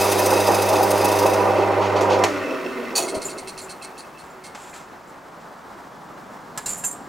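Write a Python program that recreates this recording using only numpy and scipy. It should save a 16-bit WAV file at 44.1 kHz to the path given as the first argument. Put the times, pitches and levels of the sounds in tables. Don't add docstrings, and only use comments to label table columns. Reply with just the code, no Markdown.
import sys
import numpy as np
from scipy import signal
from scipy.fft import rfft, irfft, next_fast_len
from scipy.io import wavfile

SR = 44100
rng = np.random.default_rng(int(sys.argv[2]) if len(sys.argv) > 2 else 0)


def how_loud(loudness_db):
    steps = np.asarray(loudness_db, float) / 20
    return 10 ** steps


def put_to_file(sound):
    columns = np.atleast_2d(sound).T
    safe = np.clip(columns, -1, 1)
    whole_steps = np.round(safe * 32767)
    wavfile.write(sys.argv[1], SR, whole_steps.astype(np.int16))


N = 312228
TIME = np.arange(N) / SR
HZ = np.maximum(np.arange(N // 2 + 1) * SR / N, 1)
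OFF_S, DROP_S = 2.25, 2.953
RUN_TURNS_PER_S = 23.1


def noise():
    return rng.standard_normal(N)


def rms_one(x):
    return x / np.sqrt(np.mean(x ** 2) + 1e-20)


def in_time(rows):
    s, *columns = np.transpose(rows)
    return [np.interp(TIME, s, c, left=-120, right=-120) for c in columns]


def at_hz(points, hz):
    point_hz, value = np.transpose(points)
    return np.interp(np.log(hz), np.log(point_hz), value)


def drift(rate_hz):
    r = np.exp(-2 * np.pi * rate_hz / SR)
    return rms_one(signal.lfilter([1], [1, -2 * r, r * r], rng.standard_normal(N + SR))[SR:])


def grains(per_s, spread_db):
    size = how_loud(spread_db * np.minimum(rng.exponential(1, N), 4)) * noise()
    return size * (rng.random(N) < per_s / SR)


def colour(x, tone, rings=(), flicker_db=0., rate=20):
    wide = rfft(x) * how_loud(at_hz(tone, HZ))
    out = irfft(wide, N)
    for hz, width_hz, db in rings:
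        resonance = 1 / np.hypot(1, 2 * (HZ - hz) / width_hz) ** 2
        out = out + how_loud(db + flicker_db * drift(rate)) * irfft(wide * resonance, N)
    return rms_one(out)


def strokes(rows, rise_s):
    power = np.zeros(N)
    for s, db, length_s, t60_s in rows:
        a = round(s * SR)
        t = TIME[:min(N - a, SR // 2)]
        fade = how_loud(-60 * np.maximum(t - length_s, 0) / t60_s)
        power[a:a + len(t)] += (how_loud(db) * np.minimum(t / rise_s, 1) * fade) ** 2
    return np.sqrt(power)


def ring(clicks, hz, t60_s):
    r, w = how_loud(-60 / (t60_s * SR)), 2 * np.pi * hz / SR
    return signal.lfilter([0, np.sin(w)], [1, -2 * r * np.cos(w), r * r], clicks + 1e-18)


# start_s, hiss_db, roar_db
TRAFFIC = [(0, -39.5, -64), (3, -39, -50), (5, -40.5, -74), (5.8, -39, -54), (6.4, -39, -47.5),
           (7.08, -37.5, -45)]
# pitch_hz, density_db
TRAFFIC_TONE = [(20, -23), (53, -12), (100, -14), (158, -5), (277, -4.5), (450, -6.5), (800, -2.5),
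                (1150, -4.5), (1610, -10), (2600, -23), (5000, -27), (7500, -30.5), (10800, -37),
                (16000, -37)]
# pitch_hz, density_db
ROAR_TONE = [(60, -33), (120, -6), (200, 2), (300, -2), (450, -9.5), (1000, -51)]
# pitch_hz, side_minus_mid_db
TRAFFIC_SIDE = [(25, -1), (60, -9), (110, -12), (200, -13.5), (380, -11), (700, -9), (1290, -8), (2380, -9),
                (4400, -20), (8120, -17), (15000, -20.5)]


def traffic():
    hiss_db, roar_db = in_time(TRAFFIC)

    def road():
        hiss = how_loud(hiss_db) * colour(noise(), TRAFFIC_TONE)
        return hiss + how_loud(roar_db) * colour(noise(), ROAR_TONE)

    mid = road()
    side = irfft(rfft(road()) * how_loud(at_hz(TRAFFIC_SIDE, HZ) + 0.5), N)
    return how_loud(0.87 * drift(17)) * np.array([mid + side, mid - side])


# pitch_hz, t60_s
SHOP_T60_S = [(100, 0.18), (1000, 0.32), (8000, 0.028)]


def workshop(x):
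    size = next_fast_len(N + SR)
    hz = np.maximum(np.arange(size // 2 + 1) * SR / size, 1)
    t60_s, sound, out = at_hz(SHOP_T60_S, hz), rfft(x, size), []
    for lags_s in rng.uniform(.009, .04, (2, 10)):
        response = 0
        for k, lag_s in enumerate(lags_s):
            loop = how_loud(-60 * lag_s / t60_s) * np.exp(-2j * np.pi * hz * lag_s)
            response = response + (-1) ** k * loop / (1 - loop)
        out.append(irfft(sound * response, size)[:N])
    return np.array(out)


def early(x):
    out = np.zeros(N)
    for lag in (rng.uniform(.0007, .006, 5) * SR).astype(int):
        out[lag:] += x[:-lag] * rng.choice([-1, 1])
    return how_loud(-21) * out * np.array([[1], [-1]])


# pitch_hz, rms_db
HUM = [(100.1, -28.5), (200.2, -33.5), (300.3, -30.5), (400.4, -24.5), (500.5, -25), (600.6, -26),
       (800.8, -30.5)]
# start_s, hum_db
SUPPLY = [
    (0, -3.5),
    (2.25, -2.5),
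    (2.29, -12),
    (2.44, -14),
    (2.5, -67),
    (7.1, -64),
]


def hum():
    lines = np.zeros(N)
    for hz, db in HUM:
        waver_db = .017 * hz ** 0.78 * drift(6)
        lines += np.sqrt(2) * how_loud(db + waver_db) * np.sin(2 * np.pi * (hz * TIME + rng.random()))
    return lines * how_loud(in_time(SUPPLY)[0])


# start_s, level_db
SHAKE = [(0, -16), (.12, -24.5), (.19, -17), (.28, -27.5), (.33, -12.5), (.44, -28), (.5, -16), (.67, -22),
         (.8, -16.5), (.92, -22.5), (.99, -17), (1.17, -22), (1.25, -15.5), (1.35, -22.5), (1.42, -17),
         (1.49, -21), (1.65, -19.5), (1.87, -21.5), (2.0, -18.5), (2.25, -19.5)]
# pitch_hz, density_db
RATTLE_TONE = [(40, -37), (150, -23.5), (200, -13.5), (260, -17), (310, -6), (430, -6), (520, -5),
               (700, -6.5), (980, -4), (1300, -11), (1700, -15), (3000, -63)]
# pitch_hz, width_hz, level_db
FRAME = [(370, 35, 0), (515, 60, 2), (640, 40, 1.5), (790, 70, 6), (925, 20, 2.5), (978, 34, 4.5),
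         (1200, 60, 1.5)]


def rattle():
    belt_lap_s, belt_slack_s, dies_db_per_s, split_hz = 0.219, 0.504, 411, 680
    lap = 2 * np.pi * (TIME - belt_slack_s) / belt_lap_s
    belt_db = 0.5 * np.cos(lap) + 1.1 * np.cos(2 * lap + 0.1)
    power_db = belt_db - dies_db_per_s * np.maximum(TIME - OFF_S, 0)
    s, db = np.transpose(SHAKE)
    swing_db = np.interp(TIME, s, db - db.mean())
    low_db = -19.5 + power_db + 0.54 * swing_db + 0.83 * drift(29)
    high_db = -30 + power_db + 1.2 * swing_db + 0.83 * drift(29)
    cycle = 2 * np.pi * HUM[0][0] * TIME
    pull = how_loud(1.7 * np.cos(cycle) + 1.5 * np.cos(2 * cycle) + 0.72 * drift(11))
    shake = colour(pull * noise(), RATTLE_TONE, FRAME, 3.3, rate=10)
    low = signal.sosfilt(signal.butter(2, split_hz, fs=SR, output="sos"), shake)
    high = signal.sosfilt(signal.butter(2, split_hz, "high", fs=SR, output="sos"), shake)
    return how_loud(low_db) * rms_one(low) - how_loud(high_db) * rms_one(high)


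def rotor_speed():
    drop_turns_per_s, early_sag_turns_per_s = 17.551, 0.466
    drag_s, friction_turns_per_s2 = 1.1223, 1.937
    halfway = (RUN_TURNS_PER_S + drop_turns_per_s) / 2 - early_sag_turns_per_s
    free = np.interp(TIME, [OFF_S, (OFF_S + DROP_S) / 2, DROP_S], [RUN_TURNS_PER_S, halfway, drop_turns_per_s])
    creep = friction_turns_per_s2 * drag_s
    braked = (drop_turns_per_s + creep) * np.exp(-(TIME - DROP_S) / drag_s) - creep
    return np.maximum(np.where(TIME < DROP_S, free, braked), .01)


def unpowered():
    return how_loud(np.interp(TIME, [OFF_S - .04, OFF_S + 0.024], [-16, 0]))


def whines():
    cycles_per_turn, second_pitch_ratio, overtone, waver_db = 12.9, 1.11, .85, 2.0
    speed = rotor_speed()
    turn = 2 * np.pi * cycles_per_turn * np.cumsum(speed) / SR

    def line(ratio):
        return np.sin(ratio * turn + .4 * drift(25))

    first = how_loud(waver_db * drift(15)) * (line(1) + overtone * line(2))
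    second = how_loud(-2 + waver_db * drift(15)) * line(second_pitch_ratio)
    damping_db = np.interp(TIME, [DROP_S, DROP_S + 0.069], [0, -12])
    level = how_loud(-28.5 + damping_db) * unpowered() * (speed / RUN_TURNS_PER_S) ** 3.3
    return level * (first + second)


# start_s, peak_db, length_s, fade_t60_s
DRAG_RUMBLE = [
    (2.95, -28.5, 0.14, 1.6),
]
# pitch_hz, density_db
RUMBLE_TONE = [(35, -61), (60, -32), (198, -10.5), (268, -2), (339, -1.5), (526, 1), (862, -12.5),
               (1470, -10.5), (1600, -56), (2080, -55), (3520, -120)]
# pitch_hz, width_hz, level_db
RUMBLE_RING = [(382, 24, 6), (646, 42, 4), (960, 20, 11)]
# pitch_hz, density_db
HOUSING_TONE = [(340, -40), (366, -21), (372, 4.5), (378, 3), (410, -38)]


def rumble():
    share = rotor_speed() / RUN_TURNS_PER_S
    effort = np.hypot(how_loud(-24.5) * unpowered() * share ** 1.94, strokes(DRAG_RUMBLE, rise_s=0.041))
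    rolling = effort * how_loud(-2.5 + 2.1 * drift(11)) * colour(noise(), RUMBLE_TONE, RUMBLE_RING)
    return rolling + how_loud(-41) * share ** 0.71 * colour(noise(), HOUSING_TONE)


# pitch_hz, density_db
BEARING_TONE = [(700, -18), (1100, 1), (1500, 0), (1650, -10), (1900, -3.5), (2900, -13.5), (3400, -16),
                (6500, -25.5), (10000, -36.5), (16000, -58)]
# pitch_hz, width_hz, level_db
BEARING_RING = [(1822, 40, 0.5), (2066, 36, 1.5), (2394, 40, -7), (2580, 32, 7.5), (2690, 72, 0.5),
                (3110, 35, -6), (4300, 170, -3.5), (5470, 230, 1.5)]


def bearing_hiss():
    share = rotor_speed() / RUN_TURNS_PER_S
    level = np.hypot(how_loud(-28.5) * share ** 3.4, how_loud(-46) * share ** 0.3)
    return level * colour(grains(9000, 1.9), BEARING_TONE, BEARING_RING, 4.8)


# start_s, peak_db
TICKS = [(2.329, -38), (2.395, -34), (2.417, -32), (2.445, -29), (2.463, -25), (2.508, -18), (2.553, -25),
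         (2.6, -31), (2.649, -28), (2.662, -22), (2.696, -29), (2.7456, -33), (2.8, -37), (2.8286, -38),
         (2.85, -26), (2.9045, -28), (3.285, -24)]
# pitch_hz, level_db, t60_s
TICK_UPPER = [(3250, -24, .025), (4350, -27, .015), (5400, -24.5, .03)]


def loose_tick():
    clicks = np.zeros(N)
    for s, db in list(TICKS) + [(row[0] - .006, -33.5) for row in RUBS[:-1]]:
        clicks[round(s * SR)] = how_loud(db + 7.5)
    body = ring(ring(clicks, 2617, 0.036), 2685, 0.012) * 0.0089
    return body + sum(how_loud(db) * ring(clicks, hz, t60_s) for hz, db, t60_s in TICK_UPPER)


# start_s, peak_db, length_s, fade_t60_s
SHUDDER = [
    (3.15, -41, 0.019, 0.16),
    (3.2, -57.5, 0.59, 1.5),
]
# pitch_hz, density_db
SHUDDER_TONE = [(20, -1), (45, -9), (100, -2), (140, -10), (400, -60)]


def shudder():
    return strokes(SHUDDER, rise_s=0.019) * colour(noise(), SHUDDER_TONE)


# start_s, peak_db, length_s, fade_t60_s
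BRUSHES = [(1.55, -28.5, 0.071, .3), (1.81, -23.5, 0.055, .2), (1.955, -19.5, 0.03, 0.09),
           (2.094, -18, 0.056, .15), (2.26, -36, .05, .4)]
# pitch_hz, density_db
BRUSH_TONE = [(1200, -2), (2500, 11), (6500, -3), (7500, -9), (12000, -21), (16000, -33)]
# pitch_hz, width_hz, level_db
BRUSH_RING = [(6500, 350, 1), (4600, 330, -2)]


def brushing():
    return how_loud(-11) * strokes(BRUSHES, rise_s=0.0094) * colour(grains(12000, 1.2), BRUSH_TONE, BRUSH_RING, 3.4)


# start_s, peak_db, length_s, fade_t60_s
SWITCH = [
    (2.008, -18, 0.0095, 0.204),
    (2.188, -25, .004, 0.12),
    (2.2378, -4, 0.0019, 0.044),
    (2.241, -12.5, 0.0065, 0.078),
    (2.245, -19.5, 0.016, 0.37),
]
# pitch_hz, density_db
SWITCH_TONE = [(590, -33.5), (1000, -28), (1290, -11), (1950, -3.5), (3650, -11), (6880, -10.5),
               (7990, -18.5), (13900, -26.5), (15800, -40.5)]


def switch_snap():
    return how_loud(-11) * strokes(SWITCH, rise_s=0.00044) * colour(noise(), SWITCH_TONE)


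# start_s, peak_db, length_s, fade_t60_s
DROP = [
    (2.9524, -16, .008, .1),
    (2.9597, -10, 0.014, 0.05),
    (2.978, -8, 0.01, 0.098),
    (3.0, -18, 0.028, 0.27),
]
# pitch_hz, density_db
DROP_TONE = [(290, -40), (500, -18), (737, 0), (1930, -16), (2540, -9), (3580, -12), (4440, -3),
             (5350, -13.5), (9370, -5.5), (10600, -14), (12000, -23), (15500, -19)]
# pitch_hz, width_hz, level_db
DROP_RING = [(2550, 36, 11), (4440, 220, -3), (6000, 480, 6), (6830, 180, 11), (9550, 260, -1),
             (12900, 300, 5), (14600, 400, 3)]


def weights_drop():
    return how_loud(-9.5) * strokes(DROP, rise_s=0.0005) * colour(grains(9000, 0.71), DROP_TONE, DROP_RING, 3.5, rate=24)


# start_s, peak_db
RUBS = [(3.079, -19), (3.143, -20), (3.214, -21.5), (3.292, -23), (3.375, -23.5), (3.472, -22),
        (3.575, -23.5), (3.691, -25), (3.821, -26), (3.976, -27.5), (4.18, -35), (4.437, -27)]
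# pitch_hz, density_db
RUB_TONE = [(1500, -31), (2200, -4), (3400, -9.5), (4300, 2.5), (5000, -3.5), (6100, -5), (7200, -3),
            (8400, -5.5), (10500, -7), (11500, -15), (16000, -25)]
# pitch_hz, width_hz, level_db
RUB_RING = [(2144, 34, 15), (3210, 60, 5), (4190, 130, 2), (4440, 140, -1), (2650, 42, 8), (5970, 140, 2),
            (8470, 300, 6.5), (9120, 200, 4), (9900, 400, 0)]


def rubbing():
    speed = rotor_speed()
    bursts = [(s, db, min(.012 + .14 / speed[round(s * SR)], .032), .075) for s, db in RUBS]
    tails = [(s, db - 13, .04, .35) for s, db in RUBS]
    scrape = colour(grains(14000, 1.4), RUB_TONE, RUB_RING, 3.5, rate=50)
    return how_loud(-12.5 + drift(80)) * strokes(bursts + tails, rise_s=.003) * scrape


# start_s, peak_db
CRACKS = [(2.9613, -16), (2.9665, -16), (2.976, -8), (2.988, -20), (6.5748, -24), (6.6591, -22),
          (6.6631, -22), (6.7773, -30), (6.8432, -31), (6.8492, -23), (6.9125, -27)]
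# pitch_hz, density_db
CRACK_TONE = [(2000, -30), (5000, -13), (9000, 6), (14000, -2), (20000, -4)]


def cracks():
    return how_loud(-9) * strokes([(s, db, 0, .02) for s, db in CRACKS], rise_s=.0002) * colour(noise(), CRACK_TONE)


# start_s, peak_db, free_share (of the free ringing time, 0-1)
TAPS = [(3.243, -25, 0.8), (3.252, -18, 0.2), (6.661, -21, 0.8), (6.687, -15.5, 0.3), (6.699, -17, 0.35),
        (6.728, -27, 0.5), (6.781, -42, 0.5), (6.837, -21, 0.5), (6.847, -10, 0.44), (6.861, -21, 0.96),
        (6.874, -19, 0.53), (6.911, -22.5, 0.56)]
# pitch_hz, level_db, t60_s
RULE = [(6970, -1, 0.48), (7134, 8, 0.18), (7600, -8, .3), (7500, 3, 0.2), (7900, -6, .25), (8280, -3, 0.3),
        (8457, -9, 0.33), (8812, -10, 0.34), (9410, -3.5, 0.37), (9814, -14, .2), (10170, -11, 0.22),
        (10890, -13, 0.23), (12000, -10, 0.22), (12960, -18, .2), (13660, -13, 0.25), (14230, -18, .15),
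        (14940, -19, .2)]


def rule_taps():
    out = np.zeros(N)
    for hz, db, t60_s in RULE:
        chatter = how_loud(5 * drift(50))
        for s, tap_db, free in TAPS:
            a = round(s * SR)
            t = TIME[:min(N - a, SR // 2)]
            grip_db = -8 if hz > 8600 and s < 6.75 else 0
            level_db = tap_db + db + grip_db - 14.5 + 1.8 * rng.standard_normal()
            rung = how_loud(level_db - 60 * t / (free * t60_s)) * np.sin(2 * np.pi * hz * t)
            out[a:a + len(t)] += rung * np.minimum(t / 0.0023, 1) * chatter[a:a + len(t)]
    return out


# start_s, peak_db, length_s, fade_t60_s
SLIDES = [(3.245, -20.5, 0.035, 0.12), (3.612, -26, 0.033, 0.12), (4.24, -45, .03, 0.086),
          (4.30, -45, .02, .1), (4.549, -37, 0.088, 0.31), (4.615, -37, 0.13, .1),
          (4.741, -31, 0.033, 0.28), (5.074, -42, 0.034, .1), (6.32, -49, .05, .1), (6.575, -10, .003, .05),
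          (6.58, -15, .003, 0.074), (6.6, -32, 0.029, .3), (6.659, -13.5, .008, 0.44),
          (6.69, -19, 0.016, 0.58), (6.838, -18, 0.0083, 0.078), (6.846, -22, 0.0072, 0.39)]
# pitch_hz, density_db
SLIDE_TONE = [(1500, -12), (3500, -19), (5600, -16.5), (6600, -12), (7300, -4), (8500, -13), (10500, -12.5),
              (13000, -18), (16000, -29)]
# pitch_hz, width_hz, level_db
SLIDE_RING = [(7240, 190, 2), (7700, 123, -2), (8150, 144, -1), (9100, 220, -3)]


def rule_slides():
    hiss = colour(grains(9000, 1.5), SLIDE_TONE, SLIDE_RING, 2.1, rate=15)
    return how_loud(-14.5) * strokes(SLIDES, rise_s=0.0009) * hiss


# start_s, peak_db, length_s, fade_t60_s
KNOCKS = [(4.548, -27, .008, 0.11), (4.57, -37.5, 0.13, 0.11), (4.738, -33, 0.021, 0.23),
          (4.745, -38.5, 0.083, .15), (5.4, -43, .02, .1), (6.575, -24.5, 0.0058, 0.16),
          (6.659, -34, 0.006, 0.12), (6.67, -38, 0.049, 0.51), (6.838, -26, 0.0085, 0.08)]
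# pitch_hz, density_db
KNOCK_TONE = [(300, -7), (800, 11), (1700, 3.5), (2700, 0), (5000, -4), (8000, -5), (11500, -31),
              (16000, -26)]


def wood_knocks():
    return how_loud(-8) * strokes(KNOCKS, rise_s=0.00056) * colour(grains(9000, 0.42), KNOCK_TONE)


# start_s, pitch_hz, peak_db, t60_s
NOTES = [(2.954, 4540, -18.5, .13), (2.978, 4520, -19, 0.06), (2.99, 3330, -41, .45), (2.985, 688, -25, .4),
         (2.99, 798, -27.5, .3), (4.73, 2050, -36, .07), (4.549, 2560, -41, .1), (4.731, 2380, -37, .08),
         (4.729, 1680, -37, .06), (6.577, 1700, -27.5, .08), (6.659, 4010, -29, 0.07),
         (6.659, 6200, -30, .05), (6.66, 4737, -39, .14), (6.578, 1050, -27, .06), (6.576, 5997, -31, .04),
         (6.78, 7550, -37, .7), (6.72, 7050, -33, .5), (6.842, 7550, -24, .12), (6.838, 786, -37, .12),
         (6.66, 2740, -36, .18), (6.695, 4500, -40, .15), (6.839, 1645, -30, 0.07), (6.838, 2680, -34, .07),
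         (6.845, 6272, -29, 0.21), (3.16, 392, -32, .8), (4.45, 2170, -45, .45), (4.19, 4200, -50, .15),
         (3.812, 2620, -47, .5), (3.835, 2190, -47, .4), (4.148, 2640, -48, .35), (4.615, 7650, -52, .8),
         (4.615, 6950, -53, .8), (4.305, 7250, -49, .08), (6.77, 10160, -38, .14), (6.777, 11890, -39, .17),
         (6.777, 12980, -43, .12), (6.777, 9340, -40, .25), (6.777, 8834, -43, .2),
         (6.844, 13000, -34, .04), (6.838, 10300, -33, .04), (6.844, 15000, -38, .04),
         (6.66, 4350, -33, .1), (6.661, 5150, -35, .08), (6.662, 5600, -36, .08), (6.911, 10890, -39, .08),
         (6.909, 10000, -40, .04), (6.578, 1300, -29, .05), (6.577, 5200, -33, .06)]


def struck_notes():
    out = np.zeros(N)
    for s, hz, db, t60_s in NOTES:
        a = round(s * SR)
        t = TIME[:min(N - a, SR // 2)]
        out[a:a + len(t)] += how_loud(db - 60 * t / t60_s) * np.sin(2 * np.pi * hz * t) * np.minimum(t / .001, 1)
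    return out * how_loud(1.1 * drift(70))


# start_s, level_db
SHAVING = [(0.0, -23), (0.804, -28.5), (1.126, -28.5), (1.206, -28), (1.348, -33), (1.7, -48)]
# start_s, peak_db, body_db (under the hiss)
BITES = [(0.0149, -15.5, -9), (0.0464, -19.5, -10), (0.0934, -20, -14), (0.1196, -13.5, -9),
         (0.191, -16, -15), (0.2324, -26, -15), (0.2618, -15, -9), (0.3057, -19, -11), (0.3346, -19, -9),
         (0.374, -26, -8), (0.404, -19.5, -3.5), (0.4434, -28, -2), (0.4743, -17, -4.5), (0.5194, -24, -8),
         (0.5457, -17, -5.5), (0.5874, -29, -2), (0.621, -18, -6), (0.6619, -25, -12),
         (0.6903, -17.5, -5.5), (0.7324, -22.5, -3), (0.7594, -23.5, -1), (0.8056, -37, -11),
         (0.8315, -17.5, -9), (0.8744, -33, -6), (0.9083, -15, -8.5), (0.9494, -28, -5),
         (0.9792, -20.5, -11), (1.0136, -26.5, -1), (1.048, -13.5, -10), (1.0844, -20.5, -6),
         (1.1194, -20, -7), (1.1608, -23, -12), (1.1906, -18, -5.5), (1.2284, -27.5, -1),
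         (1.2625, -19.5, -6), (1.3009, -28, -8), (1.337, -26, -0.5)]
# pitch_hz, density_db
CUT_TONE = [(1300, -12), (2600, -2.5), (3000, -6.5), (5000, -4.5), (6400, -9.5), (7850, -10), (9000, -9),
            (11500, -12.5), (14600, -19.5), (16000, -13)]
# pitch_hz, width_hz, level_db
GOUGE = [(3605, 10, -3), (3830, 7.1, -2), (4920, 19, 1.5), (5230, 17, -6), (5890, 28, -1.5), (6210, 21, 0),
         (6500, 30, -1), (8930, 23, 0), (9920, 56, -7.5), (10530, 30, -8), (13300, 86, -16),
         (14400, 100, -9)]
# pitch_hz, width_hz, level_db
TEAR_ZONES = [(2565, 45, 7.5), (2690, 39, 1), (7500, 560, -23), (11300, 1000, -10), (12800, 1000, -7),
              (14000, 970, 3)]


def gouge():
    hold_s, t60_s, rise_s, split_hz = 0.013, .05, 0.0034, 7300
    rings = [(hz, 3 * width_hz, db + 7.5) for hz, width_hz, db in GOUGE] + list(TEAR_ZONES)
    steady = how_loud(in_time(SHAVING)[0] - 2) * colour(grains(20000, .7), CUT_TONE, rings, 3.5, rate=60)
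    bright = strokes([(s - .005, db - 9.5, hold_s, t60_s) for s, db, body_db in BITES], rise_s)
    deep = strokes([(s - .005, db + body_db - 4, hold_s, t60_s) for s, db, body_db in BITES], rise_s)
    tearing = colour(grains(10000, 1.3), CUT_TONE, rings, 4, rate=12)
    low = signal.sosfilt(signal.butter(3, split_hz, "low", fs=SR, output="sos"), tearing)
    high = signal.sosfilt(signal.butter(3, split_hz, "high", fs=SR, output="sos"), tearing)
    tilted = np.diff(high, prepend=0)
    return steady + deep * rms_one(low) + bright * rms_one(tilted)


def scene():
    body = rattle() + whines() + rumble() + bearing_hiss() + loose_tick() + shudder()
    cut = gouge()
    switch = brushing() + switch_snap() + weights_drop() + rubbing() + cracks()
    rule = rule_taps() + rule_slides() + wood_knocks() + struck_notes()
    ears = np.array([[-1], [1]])
    rule_pan_db = np.where(TIME > 6.45, 1.1, -.1)
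    direct = hum() * how_loud(1.8 * ears) + body * how_loud(0.5 * ears) + cut * how_loud(0.17 * ears)
    direct = direct + switch * how_loud(0.93 * ears) + rule * how_loud(rule_pan_db * ears)
    reverberant = workshop(how_loud(-18) * body + how_loud(-43) * cut + how_loud(-18) * switch + how_loud(-22) * rule)
    reflected = early(body + how_loud(-17) * (cut + switch + rule))
    return direct + reverberant + reflected + traffic()


def band_limit(x):
    return signal.sosfilt(signal.butter(12, 16710, fs=SR, output="sos"), x)


def record(dry):
    rounded = 1.411 * np.tanh(dry / 1.597)
    top_cut = signal.ellip(14, 1, 50, 15850, fs=SR, output="sos")
    return band_limit(signal.sosfilt(top_cut, rounded))


dry = scene()
out = record(dry)
put_to_file(out)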